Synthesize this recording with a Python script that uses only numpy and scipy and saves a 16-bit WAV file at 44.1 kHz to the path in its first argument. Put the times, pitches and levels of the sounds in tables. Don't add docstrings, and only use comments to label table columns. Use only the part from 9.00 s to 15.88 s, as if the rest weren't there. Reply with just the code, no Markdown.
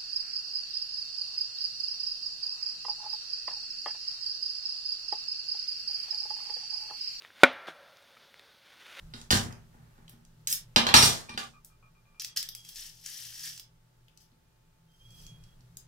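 import sys
import numpy as np
from scipy import signal
from scipy.fft import rfft, irfft, next_fast_len
from scipy.io import wavfile

SR = 44100
rng = np.random.default_rng(int(sys.argv[2]) if len(sys.argv) > 2 else 0)


def output_pcm(signal):
    pcm = np.clip(np.atleast_2d(signal).T, -1, 1) * 32767
    wavfile.write(sys.argv[1], SR, np.round(pcm).astype(np.int16))


def invert_db(level):
    return 10 ** (np.asarray(level, dtype=float) / 20)


N = 303275

# time in seconds, rumble level in dB.
STIR = [(0.0, -45.5), (0.48, -57.5), (0.62, -53), (1.25, -58), (1.7, -54), (2.45, -61), (2.7, -62),
        (5.95, -64), (6.09, -57), (6.22, -48.5), (6.4, -53.5), (6.61, -56.5), (6.88, -58)]
# frequency in Hz, width in Hz, level in dB.
RUMBLE_MODES = [(22.6, 5.6, 1.8), (52, 19, -3), (119.5, 8.2, 1.5), (160, 12, 0), (223, 14, -15)]
# frequency in Hz, level in dB per Hz.
HISS = [(120, -45.5), (200, -11.5), (387, -4.5), (473, -11), (509, -8.5), (899, -14), (1300, -12),
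        (2470, -19.5), (2650, -17.5), (16000, -26)]
# frequency in Hz, level in dB rms.
HUM = [(879, -82.5), (14800, -97.5)]
QUIET_DB, HISS_DB = -64, -74
HISS_FOLLOWS = 0.44

# frequency in Hz, T60 in seconds.
ROOM_T60 = [(100, 0.75), (500, 0.49), (2000, 0.44), (6000, 0.34), (14000, 0.22)]
# time in seconds, lateness at the left microphone in samples,
# left-right difference in dB.
PLACE = [(0, 17, -0.96), (2.45, 15.5, -0.7), (2.6, -1.5, 0), (3.4, -1.36, 0.75), (4.2, -1, 4.5),
         (4.6, -1.5, -1.3), (5.0, 27.5, 5), (6.6, 29, -1.5), (6.7, -23.5, 3.5)]
HARD_WET_DB = -.5

SQUEAL_HZ = (3296, 3165, 2450)
# start in seconds, length in seconds, level in dB rms.
SQUEALS = [
    [(3.27, 0.11, -67), (3.44, .31, -60.5), (6.02, 0.21, -63.5), (6.22, 0.16, -61), (6.36, 0.2, -72.5)],
    [(5.87, 0.12, -75), (5.98, 0.079, -63.5), (6.16, 0.093, -80.5)],
    [(5.4, 0.41, -89.5), (6.0, 0.47, -81.5)],
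]
SQUEAL_EDGE_S = 0.035

# time in seconds, peak in dB, upper modes in dB re peak.
ROCKS = [(2.2876, -44, 0), (2.3993, -44.5, -1), (2.5363, -57.5, -2), (2.7013, -67.5, 7.5),
         (2.827, -60.5, 1), (2.9507, -66.5, 2), (3.0541, -68.5, 5.5), (3.0984, -72, -14),
         (3.1458, -61.5, 3), (3.282, -71, -6)]
# frequency in Hz, level in dB, T60 in seconds.
STEEL = [(1125, -3, .2), (1172, 0, .25), (1228, -1, .2), (1275, -1, .2), (1570, -8, .2), (2392, 0, .25),
         (2445, -5, .2), (2487, -4, .2)]

# start in seconds, hold in seconds,
# clatter level in dB, dull part in dB re clatter, top part in dB re clatter.
CLATTER = [(0.137, 0.062, -53, 0, -21.5), (0.307, 0.0083, -17, -5.5, -13.5), (0.42, 0.088, -70.5, 24, -9),
           (0.72, 0.41, -73.5, 9, -4), (1.765, 0.005, -30, 6, -12.5), (1.941, 0.005, -10, -8.5, -12.5),
           (1.965, 0.01, -19.5, -8.5, -7), (2.026, 0.0054, -13.5, -6, -10), (2.12, 0.04, -46, 2.5, -36),
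           (2.378, 0.0057, -37.5, -14, -14.5)]
CLATTER_FADE_DB_PER_S = 215.5
RISE_S = 0.0043

# time in seconds, peak in dB, then deep boom, thud and mid body in dB re peak.
KNOCKS = [(0.1375, -29, -36.5, -12.5, -39), (0.306, -7, -18.5, -22, -42), (0.3248, -8.5, -7, -8, -15.5),
          (0.455, -51.5, 21, 16.5, -14), (0.7434, -66, 23, 12.5, 15), (0.98, -63, 5, 11.5, 8),
          (1.1294, -54.5, -15, 1.5, 0.5), (1.7611, 1, -31, -24.5, -13.5), (1.8673, -9, -24.5, -28, -12.5),
          (1.8887, -11, -23, -27.5, -13.5), (1.9405, 7.5, -29, -26, -21), (1.964, -8, -15.5, -20.5, -25.5),
          (2.0256, -6, -14, -18.5, -23.5), (2.293, -27.5, -21, -14.5, -21), (2.34, -37.5, -6.5, -3, -7.5),
          (2.376, -16, -32.5, -30.5, -15), (5.3175, -61, -2, 1.5, -12.5)]
# frequency in Hz, level in dB per Hz.
CRACK = [(180, -27.5), (300, -7.5), (1010, 2.5), (1410, 1.5), (2280, -7), (4020, -1), (7820, -20),
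         (14700, -32), (16000, -34)]
# frequency in Hz, level in dB, T60 in seconds.
TABLE = [(44.6, -12.5, .5), (80.4, -5.5, 0.3), (102, -2.5, .45), (129.2, -1.5, 0.33), (161.1, -5, .3),
         (202.55, -1.7, 0.25), (232, -3, 0.5), (246.2, -1.5, 0.38), (289, -11, 0.087), (324, -9.5, .2),
         (395, -13, 0.49)]
# frequency in Hz, level in dB, T60 in seconds.
BOARD = [(500, -6, .05), (620, -6, .05), (790, .3, .08), (930, -3, .05), (1180, -4, .04), (1425, -2, .05)]
# frequency in Hz, level in dB, T60 in seconds.
BLADE = [(2160, -12, .12), (2420, -23, .3), (2830, -9, .1), (4350, -8, .35), (4750, -9, .1),
         (5300, -6, .08), (5400, -4, .1), (5535, -6, .22), (5650, -5, .2), (5690, -4, .12),
         (7800, -12, .08), (8660, -10, .08), (8860, -9, .12)]
# time in seconds, peak in dB.
CLINKS = [
    (0.3092, -27),
    (1.9644, -4),
    (2.0248, -4),
    (2.2957, -39.5),
]

# time in seconds, peak in dB, centre in Hz, top crack in dB re peak.
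SNAPS = [(0.2146, -37.5, 4800, -18), (0.5248, -40.5, 5200, -10.5), (1.0802, -39.5, 3550, -12),
         (1.0949, -37.5, 5100, 11), (1.25, -51, 5680, -13.5), (1.472, -17, 6000, -8.5),
         (1.5262, -11.5, 5780, 3), (2.6471, -35, 9100, 22), (3.1971, -27.5, 5230, -18),
         (3.2192, -26.5, 5050, 3), (3.2464, -22, 5260, -4.5), (3.3722, -12.5, 5150, -3),
         (3.428, -21, 6200, -1), (3.4885, -25.5, 5300, 1), (3.55, -27.5, 6100, 3.5),
         (3.6493, -37, 5800, -6), (3.689, -30.5, 4750, 11), (3.7586, -32.5, 6160, -5), (3.8, -44, 6640, 8),
         (4.0611, -27, 5600, -12), (4.5636, -40, 6300, -17), (4.577, -35, 5400, -4),
         (4.597, -32.5, 4830, 0.5), (5.082, -51.5, 2870, -10), (5.1737, -44, 5430, -10.5),
         (6.1054, -51.5, 6126, -22), (6.2656, -39.5, 5300, -24), (6.4378, -49.5, 4500, -13.5),
         (6.607, -56.5, 5240, -20.5), (6.77, -30.5, 7670, 4)]
SNAP_S = 0.0023

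# frequency in Hz, width in Hz, level in dB.
SKIN = [(1800, 550, 0), (3150, 1400, -5), (5300, 2300, 0), (8500, 6000, -7), (14000, 9000, -7)]
# start in seconds, hold in seconds, crackle level in dB,
# dull part in dB re crackle, top part in dB re crackle.
TEARS = [(1.09, .012, -60, -4, 5), (1.472, 0.024, -35.5, -7, 4), (1.498, 0.034, -35.5, -15, 10.5),
         (2.647, 0.021, -67.5, -21.5, 9.5), (3.197, 0.016, -35.5, -19, -10.5), (3.244, .006, -57, -31, -8),
         (3.36, 0.013, -27.5, -13, -3), (3.39, 0.053, -60, 4, -9), (5.2, 0.026, -60.5, -12, -1.3)]
TEAR_FADE_DB_PER_S = 414
# time in seconds, effort as crackle level in dB.
PULLS = [
    [(3.548, -57), (3.63, -58.5), (3.69, -48), (3.745, -52.5), (3.762, -41), (3.87, -44.5), (3.93, -57.5),
     (4.045, -55)],
    [(4.035, -51), (4.06, -42.5), (4.1, -42), (4.275, -42), (4.295, -46), (4.42, -41.5), (4.465, -35.5),
     (4.53, -46.5), (4.605, -54)],
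    [(5.9, -74.5), (6.07, -67.5), (6.22, -53.5), (6.28, -63), (6.36, -80), (6.45, -73.5), (6.52, -79.5)],
]
PULL_DULL_DB, PULL_TOP_DB, DULL_PER_EFFORT = -14.5, -1.34, 0.57


def at_hz(points, hz):
    table_hz, values = np.transpose(points)
    return np.interp(np.log(hz), np.log(table_hz), values)


def in_time(rows):
    s, *columns = np.transpose(rows)
    return [np.interp(np.arange(N) / SR, s, c) for c in columns]


def unit(x):
    return x / np.sqrt(np.mean(x ** 2) + 1e-20)


def band(x, low_hz, high_hz):
    sos = signal.butter(2, [low_hz, min(high_hz, .45 * SR)], "band", fs=SR, output="sos")
    return signal.sosfilt(sos, x)


def colour(x, spectrum):
    size = next_fast_len(N)
    hz = np.maximum(np.arange(size // 2 + 1) * SR / size, 1)
    return irfft(rfft(x, size) * invert_db(at_hz(spectrum, hz)), size)[..., :N]


def resonate(x, hz, width):
    r = np.exp(-np.pi * width / SR)
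    poles = [1, -2 * r * np.cos(2 * np.pi * hz / SR), r * r]
    return signal.lfilter(np.array([1, 0, -1]) * (1 - r * r) / 2, poles, x)


def strike(modes, times, db, spread_db):
    uneven = rng.normal(0, 1, (len(times), len(modes))) * spread_db
    db = np.reshape(db, (len(times), -1)) + uneven
    out = np.zeros(N)
    for k, (hz, mode_db, t60) in enumerate(modes):
        clicks = np.full(N, 1e-18)
        clicks[(np.array(times) * SR).astype(int)] = invert_db(db[:, k] + mode_db)
        r, w = invert_db(-60 / (t60 * SR)), 2 * np.pi * hz / SR
        out += signal.lfilter([0, np.sin(w)], [1, -2 * r * np.cos(w), r * r], clicks)
    return out


def bursts(times, db, lengths):
    t = np.arange(3000) / SR
    return [(int(s * SR), invert_db(d) * np.exp(-t / max(n, 2e-4))) for s, d, n in zip(times, db, lengths)]


def grains(per_s, spread_db):
    sizes = invert_db(spread_db * np.minimum(rng.exponential(1, N), 3.6)) * rng.choice([-1, 1], N)
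    return unit(sizes * (rng.random(N) < per_s / SR) + 1e-18)


def strokes(rows, fade_db_per_s, dull, middle, top):
    out, t = np.zeros(N), np.arange(SR) / SR
    for s, hold, level, low, high in rows:
        at = int(s * SR)
        fade_db = fade_db_per_s * np.maximum(t - hold, 0)
        shape = invert_db(level - 6.5 - fade_db) * np.clip(t / RISE_S, 0, 1)
        rubbing = middle + invert_db(low - 2.0) * dull + invert_db(high) * top
        add(out, at, shape * rubbing[at:at + len(t)])
    return out


def add(out, at, piece):
    out[..., at:at + piece.shape[-1]] += piece[..., :N - at]


def pan(x, db):
    return x * np.array([invert_db(db / 2), invert_db(-db / 2)]).reshape(2, -1)


def spaced(x):
    n, lag = np.arange(N), in_time(PLACE)[0]
    heard = []
    for side, channel in zip((1, -1), x):
        late = np.round(np.maximum(lag * side, 0)).astype(int)
        heard.append(channel[np.clip(n - late, 0, N - 1)])
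    return np.array(heard)


def room(x, wet_db):
    t, tail = np.arange(SR // 2) / SR, 0
    edges = 60 * 2 ** np.arange(0, 8.3, .75)
    for low, high in zip(edges, edges[1:]):
        rounds = t / at_hz(ROOM_T60, np.sqrt(low * high))
        dying = invert_db(-60 * rounds - 75 * (rounds / 0.5) ** 4)
        tail = tail + band(rng.standard_normal((2, len(t))), low, high) * dying
    tail = tail * np.clip(t / 0.0011, 0, 1)
    tail = tail / np.sqrt(np.sum(tail ** 2) / 2)
    return invert_db(wet_db) * signal.fftconvolve(x, tail, axes=1)[:, :N]


def background():
    common, own = rng.standard_normal(N), rng.standard_normal((2, N))
    rumble = 0
    for hz, width, db in RUMBLE_MODES:
        mode = resonate(resonate(common + 0.16 * own, hz, width), hz, 2 * width)
        rumble = rumble + invert_db(db) * unit(mode)
    hiss = colour(own + 0.14 * rng.standard_normal(N), HISS)
    hiss = hiss / np.std(band(hiss, 170, 1500))
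    t, stir = np.arange(N) / SR, in_time(STIR)[0]
    hiss_level = invert_db(HISS_DB + HISS_FOLLOWS * (stir - QUIET_DB))
    hum = sum(invert_db(db) * np.sqrt(2) * np.sin(2 * np.pi * hz * t) for hz, db in HUM)
    return invert_db(stir) * unit(rumble) + hiss_level * hiss + hum


def squeal():
    out, t = np.zeros(N), np.arange(N) / SR
    for rows, hz in zip(SQUEALS, SQUEAL_HZ):
        waver_hz = 5.0 * unit(band(rng.standard_normal(N), 3, 20))
        flutter = invert_db(2.5 * unit(band(rng.standard_normal(N), 6, 30)))
        tone = flutter * np.sqrt(2) * np.sin(2 * np.pi * np.cumsum(hz + waver_hz) / SR)
        for s, length, db in rows:
            out += tone * invert_db(db) * np.clip(np.minimum(t - s, s + length - t) / SQUEAL_EDGE_S, 0, 1)
    return np.array([np.roll(out, 3), out]) * invert_db(np.array([[-2.5], [2.5]]))


def rocking():
    s, peak, upper = np.transpose(ROCKS)
    is_upper = np.array(STEEL)[:, 0] > 2000
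    strength = peak[:, None] + upper[:, None] * is_upper * 0.84 - 10.5
    ring = strike(STEEL, s, strength, spread_db=5.0) * np.ones((2, 1))
    t = np.arange(N) / SR
    since_touch = t - s[np.maximum(np.searchsorted(s, t) - 1, 0)]
    choke = np.clip((.095 - since_touch) / 0.05, 0, 1)
    return (spaced(ring) + room(ring, wet_db=3.0)) * choke


def clatter():
    hits = grains(1500, spread_db=5.5) + 0.3 * rng.standard_normal(N)
    dull, middle = unit(band(hits, 330, 1900)), unit(band(hits, 2900, 9000))
    top = unit(band(hits, 7500, 14000))
    return strokes(CLATTER, CLATTER_FADE_DB_PER_S, dull, middle, top)


def knocks():
    s, peak, deep, thud, body = np.transpose(KNOCKS)
    noise, cracks = unit(colour(rng.standard_normal(N), CRACK)), np.zeros(N)
    bright, dull = band(noise, 1100, 26000), unit(band(noise, 460, 1500))
    for (at, shape), body_db in zip(bursts(s, peak - 6, [.004] * len(s)), body):
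        span = slice(at, at + len(shape))
        add(cracks, at, (bright[span] + dull[span] * invert_db(body_db + 1.0)) * shape)
    clink_s, clink_db = np.transpose(CLINKS)
    blade = strike(BLADE, clink_s, clink_db - 12.5, spread_db=3.0)
    board = strike(BOARD, s, peak + body - 14, spread_db=4.5)
    is_deep = np.array(TABLE)[:, 0] < 175
    strength = peak[:, None] + np.where(is_deep, deep[:, None], thud[:, None]) - 7
    boom = band(strike(TABLE, s + 0.0069, strength, spread_db=3.0), 42, 500)
    return cracks + blade + board, boom


def snaps():
    s, peak, centre, top = np.transpose(SNAPS)
    out, noise = np.zeros(N), rng.standard_normal((len(s), 3000))
    for (at, shape), hz, top_db, draw in zip(bursts(s, peak + 2.5, [SNAP_S] * len(s)), centre, top, noise):
        burst = draw * shape
        wide = band(burst, 1700, 9000) * invert_db(-15.5)
        crack = band(burst, 7400, 26000) * invert_db(top_db - 1.5)
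        ring = band(resonate(burst, hz, 0.43 * hz), 1400, 22000) * invert_db(3.5)
        piece = wide + crack + ring
        add(out, at, piece * shape[0] / np.max(np.abs(piece)))
    return out


def tears():
    rub = grains(2500, spread_db=3.0) + 1.2 * rng.standard_normal(N)
    rub = rub * invert_db(2.6 * unit(band(rng.standard_normal(N), 12, 70)))
    parts = []
    for k, (hz, width, db) in enumerate(SKIN):
        fibres = np.roll(rub, 9001 * k)
        parts.append(invert_db(db) * resonate(resonate(fibres, hz, width), hz, width))
    dull = unit(parts[0] + 0.1 * band(rub, 1160, 1680))
    middle, top = unit(parts[1] + parts[2]), unit(parts[3] + parts[4])
    t, pull = np.arange(N) / SR, np.zeros(N)
    for rows in PULLS:
        edges = np.clip(np.minimum(t - rows[0][0], rows[-1][0] - t) / 0.0034, 0, 1)
        pull += invert_db(in_time(rows)[0] - 6.0) * edges
    depth = invert_db(PULL_DULL_DB) * (pull / invert_db(-48.5)) ** DULL_PER_EFFORT
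    slow = pull * (middle + depth * dull + invert_db(PULL_TOP_DB) * top)
    return slow + strokes(TEARS, TEAR_FADE_DB_PER_S, dull, middle, top)


def scene():
    cracks, boom = knocks()
    side_db = in_time(PLACE)[1]
    hard, skin = pan(cracks + clatter(), side_db), pan(snaps() + tears(), side_db)
    table = boom + room(boom * np.ones((2, 1)), wet_db=-15.0)
    near = spaced(hard + skin) + room(hard, HARD_WET_DB) + room(skin, wet_db=-4.0) + table
    return near + rocking() + squeal() + background()


def low_pass(x):
    return signal.sosfilt(signal.butter(12, 16650, fs=SR, output="sos"), x)


def record(dry):
    clipped = np.clip(dry, -.85, .85)
    rolled_off = signal.sosfilt(signal.cheby1(8, 1, 15650, fs=SR, output="sos"), clipped)
    return low_pass(rolled_off)


dry = scene()
out = record(dry)
output_pcm(out)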